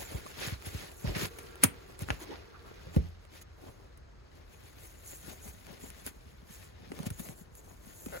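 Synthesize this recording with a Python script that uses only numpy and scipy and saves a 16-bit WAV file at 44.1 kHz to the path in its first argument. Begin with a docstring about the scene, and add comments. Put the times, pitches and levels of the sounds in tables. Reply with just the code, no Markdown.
"""Rubber gloves pulled on beside a cabinet

Thin rubber gloves are picked up beside a wooden cabinet and worked onto the hands, close to a hand-held
microphone pair in a small, quiet room. Cloth and film slide past as clumps of tiny friction slips;
the film cracks in short noise bursts and flaps in thumps of falling pitch. Near the end the stretched
cuff judders over the skin, its slips ringing the film. Scuffs, hollow shuffling and wood lie behind."""
import sys
import numpy as np
from scipy import signal
from scipy.fft import rfft, irfft, next_fast_len
from scipy.io import wavfile
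from scipy.ndimage import uniform_filter1d

SR = 44100
rng = np.random.default_rng(int(sys.argv[2]) if len(sys.argv) > 2 else 0)


def digitize_waveform(pressure):
    """Quantize a signal to 16-bit integers and store it at the path in sys.argv[1].

    Rows of a 2-D input are taken as channels; values are limited to [-1, 1].
    """
    field = np.atleast_2d(pressure).T
    bounded = np.clip(field, -1, 1)
    quanta = np.round(bounded * 32767).astype(np.int16)
    wavfile.write(sys.argv[1], SR, quanta)


N = 361619
TIME = np.arange(N) / SR
SIZE = next_fast_len(N + 8192)   # padded transform length
FREQS = np.maximum(np.arange(SIZE // 2 + 1) * SR / SIZE, 1)


def from_db(db):
    """Decibels to amplitude gain."""
    return 10 ** (np.asarray(db) / 20)


def rms_one(x):
    """Scale to unit rms."""
    return x / np.sqrt(np.mean(x ** 2) + 1e-20)


def in_time(rows):
    """Join each column of a time table by straight lines, giving a value at every sample."""
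    s, *columns = np.transpose(rows)
    return [np.interp(TIME, s, column) for column in columns]


def over_hz(points):
    """Join a frequency table by straight lines over log frequency."""
    hz, value = np.transpose(points)
    return np.interp(np.log(FREQS), np.log(hz), value)


def drift(rate):
    """Random values of spread 1, drawn `rate` times a second and joined by straight lines."""
    knots = rng.standard_normal(4096)
    return np.interp(TIME * rate, np.arange(len(knots)), knots)


def panned(x, pan_db):
    """Lean a sound to the left by a level difference."""
    return x * from_db(np.array([[.5], [-.5]]) * pan_db)


# How alike left and right are.
# Each row: frequency in Hz, left-right likeness from 0 to 1.
LEFT_RIGHT_LIKENESS = [(60, 1), (250, 0.63), (600, 0.38), (1200, 0.13), (4500, 0.05), (6500, 0.91),
                       (8500, 1), (16000, 0.68)]


def coloured(pair, spectrum):
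    """Mix a shared and a separate signal into left and right by likeness, and shape their spectrum."""
    shared, apart = rfft(pair, SIZE)
    alike = np.clip(over_hz(LEFT_RIGHT_LIKENESS), 0, 1)
    left_right = np.sqrt((1 + alike) / 2) * shared + np.sqrt((1 - alike) / 2) * apart * [[1], [-1]]
    # beyond its ends the table rolls off
    low_hz, high_hz = max(spectrum[0][0], 32), 2 * spectrum[-1][0]
    gain = from_db(over_hz(spectrum))
    gain = gain / np.hypot(1, (low_hz / FREQS) ** 3)
    gain = gain / np.hypot(1, (FREQS / high_hz) ** 2)
    return irfft(left_right * rms_one(gain), SIZE)[:, :N]


def resonate(x, modes):
    """Parallel two-pole resonances with alternating signs; each narrow mode rings on longer."""
    out = 0
    for k, (hz, width_hz, db) in enumerate(modes):
        r = np.exp(-np.pi * abs(width_hz) / SR)
        zeros = [(1 - r * r) / 2, 0, (r * r - 1) / 2]
        poles = [1, -2 * r * np.cos(2 * np.pi * hz / SR), r * r]
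        out = out + (-1) ** k * from_db(db) * signal.lfilter(zeros, poles, x + 1e-18)
    return out


def patchy(x, depth_db, size=512, order=3):
    """The contact shifts from crease to crease, so patches of colour come and go."""
    *_, frames = signal.stft(x, nperseg=size)
    patches = rng.standard_normal(frames.shape[1:])
    patches = uniform_filter1d(patches, order, axis=0)
    patches = uniform_filter1d(patches, order, axis=1)
    return signal.istft(frames * from_db(depth_db * rms_one(patches)), nperseg=size)[1][:, :N]


def friction(spectrum, grains_per_s, spread_db, smooth_db, flutter_db, patch_db, level_db=0):
    """Tiny slips of uneven size come in clumps over a smooth sliding hiss."""
    born = rng.random(N) < grains_per_s / SR * from_db(4 * drift(45))
    sizes = from_db(spread_db * np.minimum(rng.exponential(1, N), 4))
    slips = rms_one(born * sizes * rng.choice([-1, 1], (2, N)))
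    sliding = from_db(smooth_db) * rng.standard_normal((2, N))
    contact = (slips + sliding) * from_db(flutter_db * drift(70))
    return from_db(level_db) * rms_one(coloured(patchy(contact, patch_db), spectrum))


# Strokes of cloth or film sliding past, close to the microphones; levels before the trims in rubbing().
# Each row: middle in seconds, length in seconds, rasp in dB, dull rub in dB re rasp, crinkle in dB re rasp.
SLIDING_STROKES = [(0.01, 0.061, -50.5, 4.5, 4), (0.143, 0.13, -52.5, 5, -2), (0.293, 0.073, -57, 1, 2.5),
                   (0.457, 0.15, -40.5, -3, -7), (0.67, 0.068, -46.5, -5, -2.5),
                   (0.789, 0.24, -50.5, 1.5, -1.5), (1.01, 0.14, -63.5, -2, 8),
                   (1.089, 0.083, -45, 6.5, -9.5), (1.181, 0.073, -39, 1.5, -10),
                   (1.228, 0.077, -38, -0.5, -3), (1.39, 0.17, -60, -3, -0.5), (1.633, 0.027, -44, -19, -7),
                   (1.91, 0.071, -66.5, 12.5, 4.5), (2.018, 0.045, -48.5, 2.5, -2),
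                   (2.122, 0.14, -53.5, 3, -4), (2.223, 0.049, -51.5, -10, 0.5),
                   (2.317, 0.21, -54.5, 6.5, -13), (2.68, 0.091, -61, 5, -7), (2.858, 0.39, -60, 0.5, -10),
                   (2.958, 0.054, -54.5, 10.5, -1), (3.055, 0.14, -62.5, -2.5, -7.5),
                   (3.24, .08, -68, -0.5, -8), (3.363, 0.084, -55.5, -3.5, -4.5),
                   (3.42, 0.019, -58.5, -13, 6), (3.662, 0.15, -61.5, 11, -2), (3.816, 0.16, -71, 16, -3),
                   (4.37, .11, -66, 6, -6), (4.536, 0.1, -65.5, 3, -0.5), (4.658, 0.15, -64.5, 1.5, 2),
                   (4.838, 0.13, -62, 4, 5.5), (5.113, 0.13, -60.5, 5, 10.5), (5.295, 0.088, -54, 2.5, 4),
                   (5.474, 0.097, -60.5, 5, 10.5), (5.726, .15, -59.5, 7, -4), (5.854, .09, -59.5, 6.5, 8),
                   (5.99, 0.15, -61.5, -11, 1), (6.074, 0.045, -49.5, -3, 4), (6.541, 0.1, -59, -8, 5),
                   (6.637, 0.13, -60, -3, 0), (6.84, 0.18, -63.5, 6.5, -9), (6.992, 0.16, -56, 5.5, -1),
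                   (7.067, 0.021, -47.5, 4.5, 5), (7.201, 0.037, -55.5, 4.5, 12), (7.27, 0.12, -59, 7, 9),
                   (7.396, 0.076, -71, 11, 11.5), (7.581, 0.069, -72.5, 8, 16),
                   (7.696, 0.14, -71.5, 9.5, 11.5), (7.888, 0.16, -65, 5.5, 6.5), (8.065, 0.25, -65, 5, 13),
                   (8.158, 0.13, -59, 9, 4.5)]
# The light contact that goes on between strokes, before the trims here and in rubbing().
# Each row: time in seconds, level of rub and rasp in dB, level of crinkle in dB.
LIGHT_CONTACT = [(0.0, -51.5, -45), (0.36, -53, -58.5), (1.07, -80, -63), (1.21, -56.5, -56),
                 (1.8, -58, -62.5), (2.21, -64.5, -74), (2.47, -60.5, -70), (2.88, -65, -72.5),
                 (3.29, -66.5, -85), (3.7, -66.5, -71), (4.11, -69.5, -83.5), (5.18, -60, -50),
                 (5.98, -60, -64), (6.24, -64, -63), (6.92, -68, -79.5), (7.12, -61, -54),
                 (7.54, -73, -73.5), (8.2, -67, -65)]
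CONTACT_RUB_DB, CONTACT_RASP_DB, CONTACT_CRINKLE_DB = -3.5, -4, -6.5   # trims on that contact
STROKE_RISE_SHARE, STROKE_ROUNDNESS = 0.51, 1.63   # share of length spent swelling; bell exponent


def pressure():
    """Gains of rub, rasp and crinkle: the power of every stroke adds to the light contact."""
    rasp_db, crinkle_db = in_time(LIGHT_CONTACT)
    contact_db = [rasp_db + CONTACT_RUB_DB, rasp_db + CONTACT_RASP_DB, crinkle_db + CONTACT_CRINKLE_DB]
    power = from_db(contact_db) ** 2
    for s, length_s, db, rub_db, crinkle_re_db in SLIDING_STROKES:
        near = slice(*np.searchsorted(TIME, [s - 2 * length_s, s + 2 * length_s]))
        along = (TIME[near] - s) / length_s
        off_middle = np.maximum(-along / STROKE_RISE_SHARE, along / (1 - STROKE_RISE_SHARE))
        swell = np.exp(-off_middle ** STROKE_ROUNDNESS)
        peaks = from_db([[db + rub_db], [db], [db + crinkle_re_db]])
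        power[:, near] += (peaks * swell) ** 2
    return np.sqrt(power)


# Colours of the dull rub, the rasp and the crinkle. Each row: frequency in Hz, level in dB per Hz.
RUB_COLOUR = [(90, 4), (180, 0), (400, 1.5), (600, -1.5), (900, -7.5), (1300, -15.5), (2000, -33)]
RASP_COLOUR = [(700, -9.5), (1300, -5), (2000, 0), (3000, -4.5), (4200, -5), (5500, -8), (8000, -25)]
CRINKLE_COLOUR = [(3000, -14.5), (5000, -13), (6800, 3.5), (8500, -1.5), (10000, 0.5), (12000, -1.5),
                  (14000, 0.5), (16000, -5.5)]
# Where the hands are before the microphone pair. Each row: time in seconds, left minus right in dB.
HAND_PAN = [(0, 1), (1.2, 0), (2, -0.5), (3, 0.5), (4.5, 5), (5.2, 6), (6, 4.5), (7, 5), (7.6, 10.5),
            (8.2, 6.5)]


def rubbing(rub_gain, rasp_gain, crinkle_gain):
    """Broad contact gives a dull rub, edges rasp, and small creases crinkle."""
    pan_db, = in_time(HAND_PAN)
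    rub = rub_gain * friction(RUB_COLOUR, grains_per_s=350, spread_db=3.0, smooth_db=2.5,
                              flutter_db=2.9, patch_db=2.5)
    rasp = rasp_gain * friction(RASP_COLOUR, grains_per_s=560, spread_db=3.0, smooth_db=3.0,
                                flutter_db=1.6, patch_db=2.0, level_db=1.0)
    crinkle = crinkle_gain * friction(CRINKLE_COLOUR, grains_per_s=2000, spread_db=2.0, smooth_db=-1,
                                      flutter_db=0.53, patch_db=4.5, level_db=1.5)
    return panned(rub + rasp, pan_db) + crinkle


# Taut film cracks, close up; levels before the trim and the colour below.
# Each row: start in seconds, peak in dB, treble lift in dB, decay to 1/e in seconds.
FILM_CRACKS = [(0.263, -30.5, -11, 0.0011), (0.6234, -32, -5.5, 0.00097), (0.917, -35.5, -2, .0006),
               (1.167, -19, -20, .002), (1.234, -26, 1, 0.00063), (1.257, -33, 3, .003),
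               (1.386, -32, -5, 0.0065), (1.556, -33.5, -6, 0.0014), (1.633, -15, -12, 0.0038),
               (1.6369, -7.5, 6, 0.0023), (1.6415, -11.5, 9.5, 0.0011), (1.644, -17, -5, 0.0093),
               (1.992, -32, 2, 0.0006), (2.022, -32, -1, 0.0007), (2.0873, -21.5, -39, 0.0012),
               (2.1039, -9.5, -44, 0.0011), (2.107, -19, -38, 0.0028), (2.87, -38.5, -22, 0.0013),
               (2.947, -41, -4, 0.0014), (2.963, -28, -12, 0.0018), (3.252, -40.5, -11, 0.0011),
               (3.974, -51.5, 3, 0.0048), (5.478, -33.5, -9, 0.0019), (5.668, -32, -5, 0.00073),
               (5.903, -34.5, 7.5, 0.00068), (6.064, -41, 15.5, 0.0042), (6.074, -31.5, -8, 0.0047),
               (6.9183, -26.5, -28, 0.0018), (6.99, -27, -12, 0.0015), (7.0313, -29.5, -5, .0012),
               (7.042, -33, -8, 0.00054), (7.064, -34, -3, 0.0055), (7.103, -34, 1, 0.0047),
               (7.195, -38, 0, .003), (7.201, -40, -1, .0018), (7.288, -32.5, -11, .0022),
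               (7.552, -56.5, 17, 0.0038), (8.061, -31, -9, 0.0025)]
# Colour of a crack. Each row: frequency in Hz, level in dB per Hz.
CRACK_COLOUR = [(150, 9.5), (550, 1), (1000, -1), (1450, -0.5), (1900, -2), (2500, -2.5), (3500, -10.5),
                (5500, -11.5), (7700, -8), (9300, 4), (11500, -8.5), (13500, -9), (15200, -7.5),
                (16000, -6.5)]


def cracks(split_hz=4500, level_db=-4):
    """Film slaps on skin: a short burst, from a dry tick to a smack that shivers on."""
    dull_power, bright_power = np.zeros(N), np.zeros(N)
    for s, db, lift_db, decay_s in FILM_CRACKS:
        at = int(s * SR)
        burst = from_db(db) * np.exp(-TIME[:min(N - at, SR // 10)] / decay_s)
        dull_power[at:at + len(burst)] += burst ** 2
        bright_power[at:at + len(burst)] += (burst * from_db(lift_db)) ** 2
    noise = rng.choice([-1., 1.], (2, N))
    low_pass = signal.butter(2, split_hz, fs=SR, output="sos")
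    high_pass = signal.butter(2, split_hz, "high", fs=SR, output="sos")
    low = signal.sosfilt(low_pass, noise * np.sqrt(dull_power))
    high = signal.sosfilt(high_pass, noise * np.sqrt(bright_power))
    return from_db(level_db) * coloured(low - high, CRACK_COLOUR)


# Slack film flaps, close up. Each row: start in seconds, peak in dB, resting pitch in Hz.
FILM_FLAPS = [(0.146, -28, 54.5), (0.472, -32.5, 81), (0.522, -29, 60.6), (0.668, -33.5, 66),
              (0.746, -29.5, 60), (1.043, -24.5, 72.4), (1.071, -25.5, 46), (1.094, -28.5, 50.4),
              (1.161, -31.5, 77.5), (1.229, -28, 81), (1.6397, -18.5, 80.7), (2.018, -28.5, 68.6),
              (2.106, -27, 52), (2.865, -39, 65.4), (2.9639, -14.5, 52.2), (2.981, -24, 52.3),
              (5.481, -38.5, 54), (5.836, -39, 163), (6.067, -37.5, 164), (6.916, -33, 182.4),
              (7.006, -35.5, 118), (7.065, -30, 77), (7.109, -31, 67.4), (7.291, -35.5, 103),
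              (8.063, -32.5, 139)]
# starting pitch above rest, in resting pitches, at this level; power of the strength it grows with
FLAP_STRETCH, FLAP_STRETCH_AT_DB, FLAP_STRETCH_GROWS = 2.3, -29, 0.5


def flaps(glide_s=0.0072, rise_s=0.002506, swings=0.8, puff_db=-19):
    """Released film swings; a harder flap starts higher, and the pitch falls as the tension runs out."""
    thumps, puffs = np.zeros(N), np.zeros(N)
    for s, db, end_hz in FILM_FLAPS:
        at = int(s * SR)
        t = TIME[:min(N - at, SR // 5)]
        stretch = FLAP_STRETCH * from_db(FLAP_STRETCH_GROWS * (db - FLAP_STRETCH_AT_DB))
        hz = end_hz * (1 + stretch * np.exp(-t / glide_s))
        # fades to 1/e in `swings` resting periods
        swing = (1 - np.exp(-t / rise_s)) ** 2 * np.exp(-t * end_hz / swings)
        swing = from_db(db) * swing / swing.max()
        thumps[at:at + len(t)] += swing * np.sin(2 * np.pi * np.cumsum(hz) / SR)
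        puffs[at:at + len(t)] += swing
    puff_colour = [(100, -1), (250, 2.5), (550, -3.5), (1000, -33.5), (2500, -48.5)]   # Hz, dB per Hz
    puff = coloured(puffs * rng.standard_normal((2, N)), puff_colour)
    return thumps + from_db(puff_db) * puff


# The cuff dragged over skin, close up. Each row: time in seconds, mean slips per second, level in dB
# before the trim below.
CUFF_JUDDER = [(8.11, 190, -75), (8.124, 220, -43), (8.14, 170, -37), (8.16, 165, -37), (8.176, 200, -38),
               (8.183, 90, -66), (8.2, 120, -64.5)]
# Resonances of the stretched cuff. Each row: frequency in Hz, width in Hz, level in dB.
CUFF_MODES = [(519, 160, 7), (760, 250, 1.5), (1442, 140, 2), (2080, 200, -7.5), (2594, 400, -15),
              (4207, 1500, -23)]


def judder(jitter=.08, grit_db=-33, level_db=-5, pan_db=4):
    """The cuff sticks and slips on the skin; each slip rings the stretched film."""
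    per_s, db = in_time(CUFF_JUDDER)
    turns = np.cumsum(per_s * (1 + jitter * drift(150))) / SR
    slips = np.diff(np.floor(turns), prepend=0)   # one click at each whole turn
    grit = from_db(grit_db) * rng.standard_normal((2, N))
    return panned(from_db(db + level_db) * rms_one(resonate(slips + grit, CUFF_MODES)), pan_db)


# Muffled colour of the hand moving inside the slack glove. Each row: frequency in Hz, level in dB per Hz.
MUFFLED_COLOUR = [(120, -7), (170, 8), (250, 1.5), (330, -25), (600, -30)]
HAND_IN_S, HAND_IN_RISE_S = 4.84, 0.46   # the fingers enter the slack glove
FUMBLE_DB, FUMBLE_PER_RUB_DB = -65.5, -1.5   # steady fumbling; share that follows the dull rub


def fumbling(rub_gain):
    """Once the hand is inside, slack film buckles round the fingers in soft, lumpy pats, more with each rub."""
    inside = np.clip((TIME - HAND_IN_S) / HAND_IN_RISE_S, 0, 1)
    gain = inside * np.hypot(from_db(FUMBLE_DB), from_db(FUMBLE_PER_RUB_DB) * rub_gain)
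    return gain * friction(MUFFLED_COLOUR, grains_per_s=120, spread_db=5.5, smooth_db=-13.0,
                           flutter_db=-2.5, patch_db=5.0)


# Soft scuffs against the cabinet.
# Each row: middle in seconds, half length in seconds, resonance in Hz, its width in Hz, level in dB.
CABINET_SCUFFS = [(0.266, 0.0054, 1106, 90, -43.5), (2.222, 0.031, 894, 250, -52.5),
                  (2.227, 0.021, 335, 100, -47), (2.314, 0.032, 333, 151, -43.5),
                  (2.33, 0.021, 790, 220, -49), (2.556, 0.024, 1230, 447, -52.5),
                  (2.689, 0.041, 1180, 453, -56.5), (2.797, 0.023, 1400, 455, -62)]


def scuffs(flutter_db=1.6):
    """Each scuff swells and fades in one hollow resonance."""
    out, contact = 0, rng.standard_normal((2, N)) * from_db(flutter_db * drift(90))
    for s, half_s, hz, width_hz, db in CABINET_SCUFFS:
        mode = [(hz, width_hz * np.sqrt(2), 0)]   # widened, as it is passed twice
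        swell = np.exp(-np.minimum(((TIME - s) / half_s) ** 2, 20))
        out = out + from_db(db) * swell * rms_one(resonate(resonate(contact, mode), mode))
    return out


# Shuffling heard in the open cabinet. Each row: time in seconds, level in dB.
CABINET_SHUFFLE = [(0, -57.5), (.5, -61), (.95, -60.5), (1.2, -57), (1.45, -53.5), (1.75, -55.5),
                   (1.95, -59.5), (2.15, -73), (2.4, -58.5), (2.5, -59), (2.85, -60.5), (3.1, -81.5),
                   (3.6, -71), (4.2, -76), (8.2, -81.5)]
# Resonances of its hollow. Each row: frequency in Hz, width in Hz, level in dB.
CABINET_HOLLOW = [(367, 74, 8.5), (407, 84, 8), (470, 21, 8), (720, 45, -7), (906, 89, -7),
                  (1158, 30, -0.5), (1371, 22, 1), (1630, 50, -4), (1830, 16, -5.5), (1820, 31, -17.5),
                  (2370, 19, -11.5), (2640, 35, -17)]
# Bumps against the cabinet. Each row: start in seconds, level in dB added to every panel mode.
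CABINET_BUMPS = [(2.869, -15.5), (2.9668, 1.5)]
# Modes of the wooden panel. Each row: frequency in Hz, level in dB, 60 dB decay time in seconds.
PANEL_MODES = [(85.1, -34, 0.65), (171.2, -30, 0.26), (292, -44, 0.19), (518, -27, 0.063), (714, -53, 0.04),
               (2560, -49.5, 0.033)]


def cabinet():
    """The hollow colours nearby shuffling, and a wooden panel rings after each bump."""
    db, = in_time(CABINET_SHUFFLE)
    out = from_db(db) * rms_one(resonate(rng.standard_normal((2, N)), CABINET_HOLLOW))
    t = TIME[:SR]
    ring = sum(from_db(mode_db - 60 * t / t60_s) * np.sin(2 * np.pi * hz * t)
               for hz, mode_db, t60_s in PANEL_MODES)
    for s, bump_db in CABINET_BUMPS:
        at = int(s * SR)
        out[:, at:at + len(t)] += from_db(bump_db) * ring
    return out


# Narrow resonances that the near wooden walls add to the glove sounds.
# Each row: frequency in Hz, width in Hz, level in dB before the trim below.
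WALL_MODES = [(506, 9.1, -4), (725, 9.7, 0.5), (1136, 12, -5), (1400, 62, 1), (1660, 81, -12),
              (2515, 55, -2.5), (2940, 55, -10)]


def wooden_walls(glove, level_db=-2, delay_s=0.00299):
    """The glove sounds reach the near wood a little late and ring its narrow resonances."""
    late = np.array([np.interp(TIME - delay_s, TIME, side, left=0) for side in glove])
    return from_db(level_db) * resonate(late, WALL_MODES)


ROOM_T60_S, ROOM_DB = 0.2734, -13


def room(x, split_hz=3500, gap_s=0.0044, treble_t60_s=0.16, treble_db=-1.0):
    """Dense reflections of the small room, different left and right; the treble dies first."""
    t = TIME[:SR // 2]
    echoes = rng.standard_normal((2, len(t))) * (t > gap_s)
    low_pass = signal.butter(4, split_hz, fs=SR, output="sos")
    high_pass = signal.butter(2, split_hz, "high", fs=SR, output="sos")
    decay = from_db(-60 * t / ROOM_T60_S)
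    body = signal.sosfilt(low_pass, echoes) * decay
    treble = signal.sosfilt(high_pass, echoes) * from_db(treble_db - 60 * t / treble_t60_s)
    reflections = (body - treble) / np.sqrt(np.sum(decay ** 2))
    return from_db(ROOM_DB) * signal.fftconvolve(x, reflections, axes=1)[:, :N]


# Colour of the quiet room noise. Each row: frequency in Hz, level in dB per Hz.
AIR_COLOUR = [(15, -33), (25, -11), (43, -1), (82, -1.5), (217, -19.5), (405, -18), (754, -23.5),
              (1700, -27), (2000, -33), (3620, -41.5), (3920, -36), (4250, -38), (8590, -44), (9320, -55),
              (16000, -77.5)]


def room_air(level_db=-54.5):
    """Steady noise of the quiet room, shaped to its colour."""
    return from_db(level_db) * rms_one(coloured(rng.standard_normal((2, N)), AIR_COLOUR))


def scene():
    """Gloves close up, their blows echoing in the room, over the cabinet and the room noise."""
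    blows = flaps() + cracks() + judder()
    rub_gain, rasp_gain, crinkle_gain = pressure()
    glove = blows + rubbing(rub_gain, rasp_gain, crinkle_gain)
    near = glove + wooden_walls(glove) + fumbling(rub_gain)
    return near + room(blows) + scuffs() + cabinet() + room_air()


# Phase between left and right. Each row: frequency in Hz, lead of the left in radians.
LEFT_LEAD = [(0, 0), (60, .3), (130, 1.1), (260, 1.8), (560, 1.9), (1000, 4.8), (1700, 5.4), (4400, 12.5),
             (5400, 15.3), (6100, 12.6), (16000, 0)]
CUTOFF_HZ = 16000


def record(dry):
    """Left and right differ in phase, which widens the sound; the top is cut steeply."""
    lead = np.interp(FREQS, *np.transpose(LEFT_LEAD))
    turn = np.exp(1j * lead * np.array([[.5], [-.5]]))
    top = 1 / np.hypot(1, (FREQS / CUTOFF_HZ) ** 120)
    return irfft(rfft(dry, SIZE) * turn * top, SIZE)[:, :N]


dry = scene()
out = record(dry)
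digitize_waveform(out)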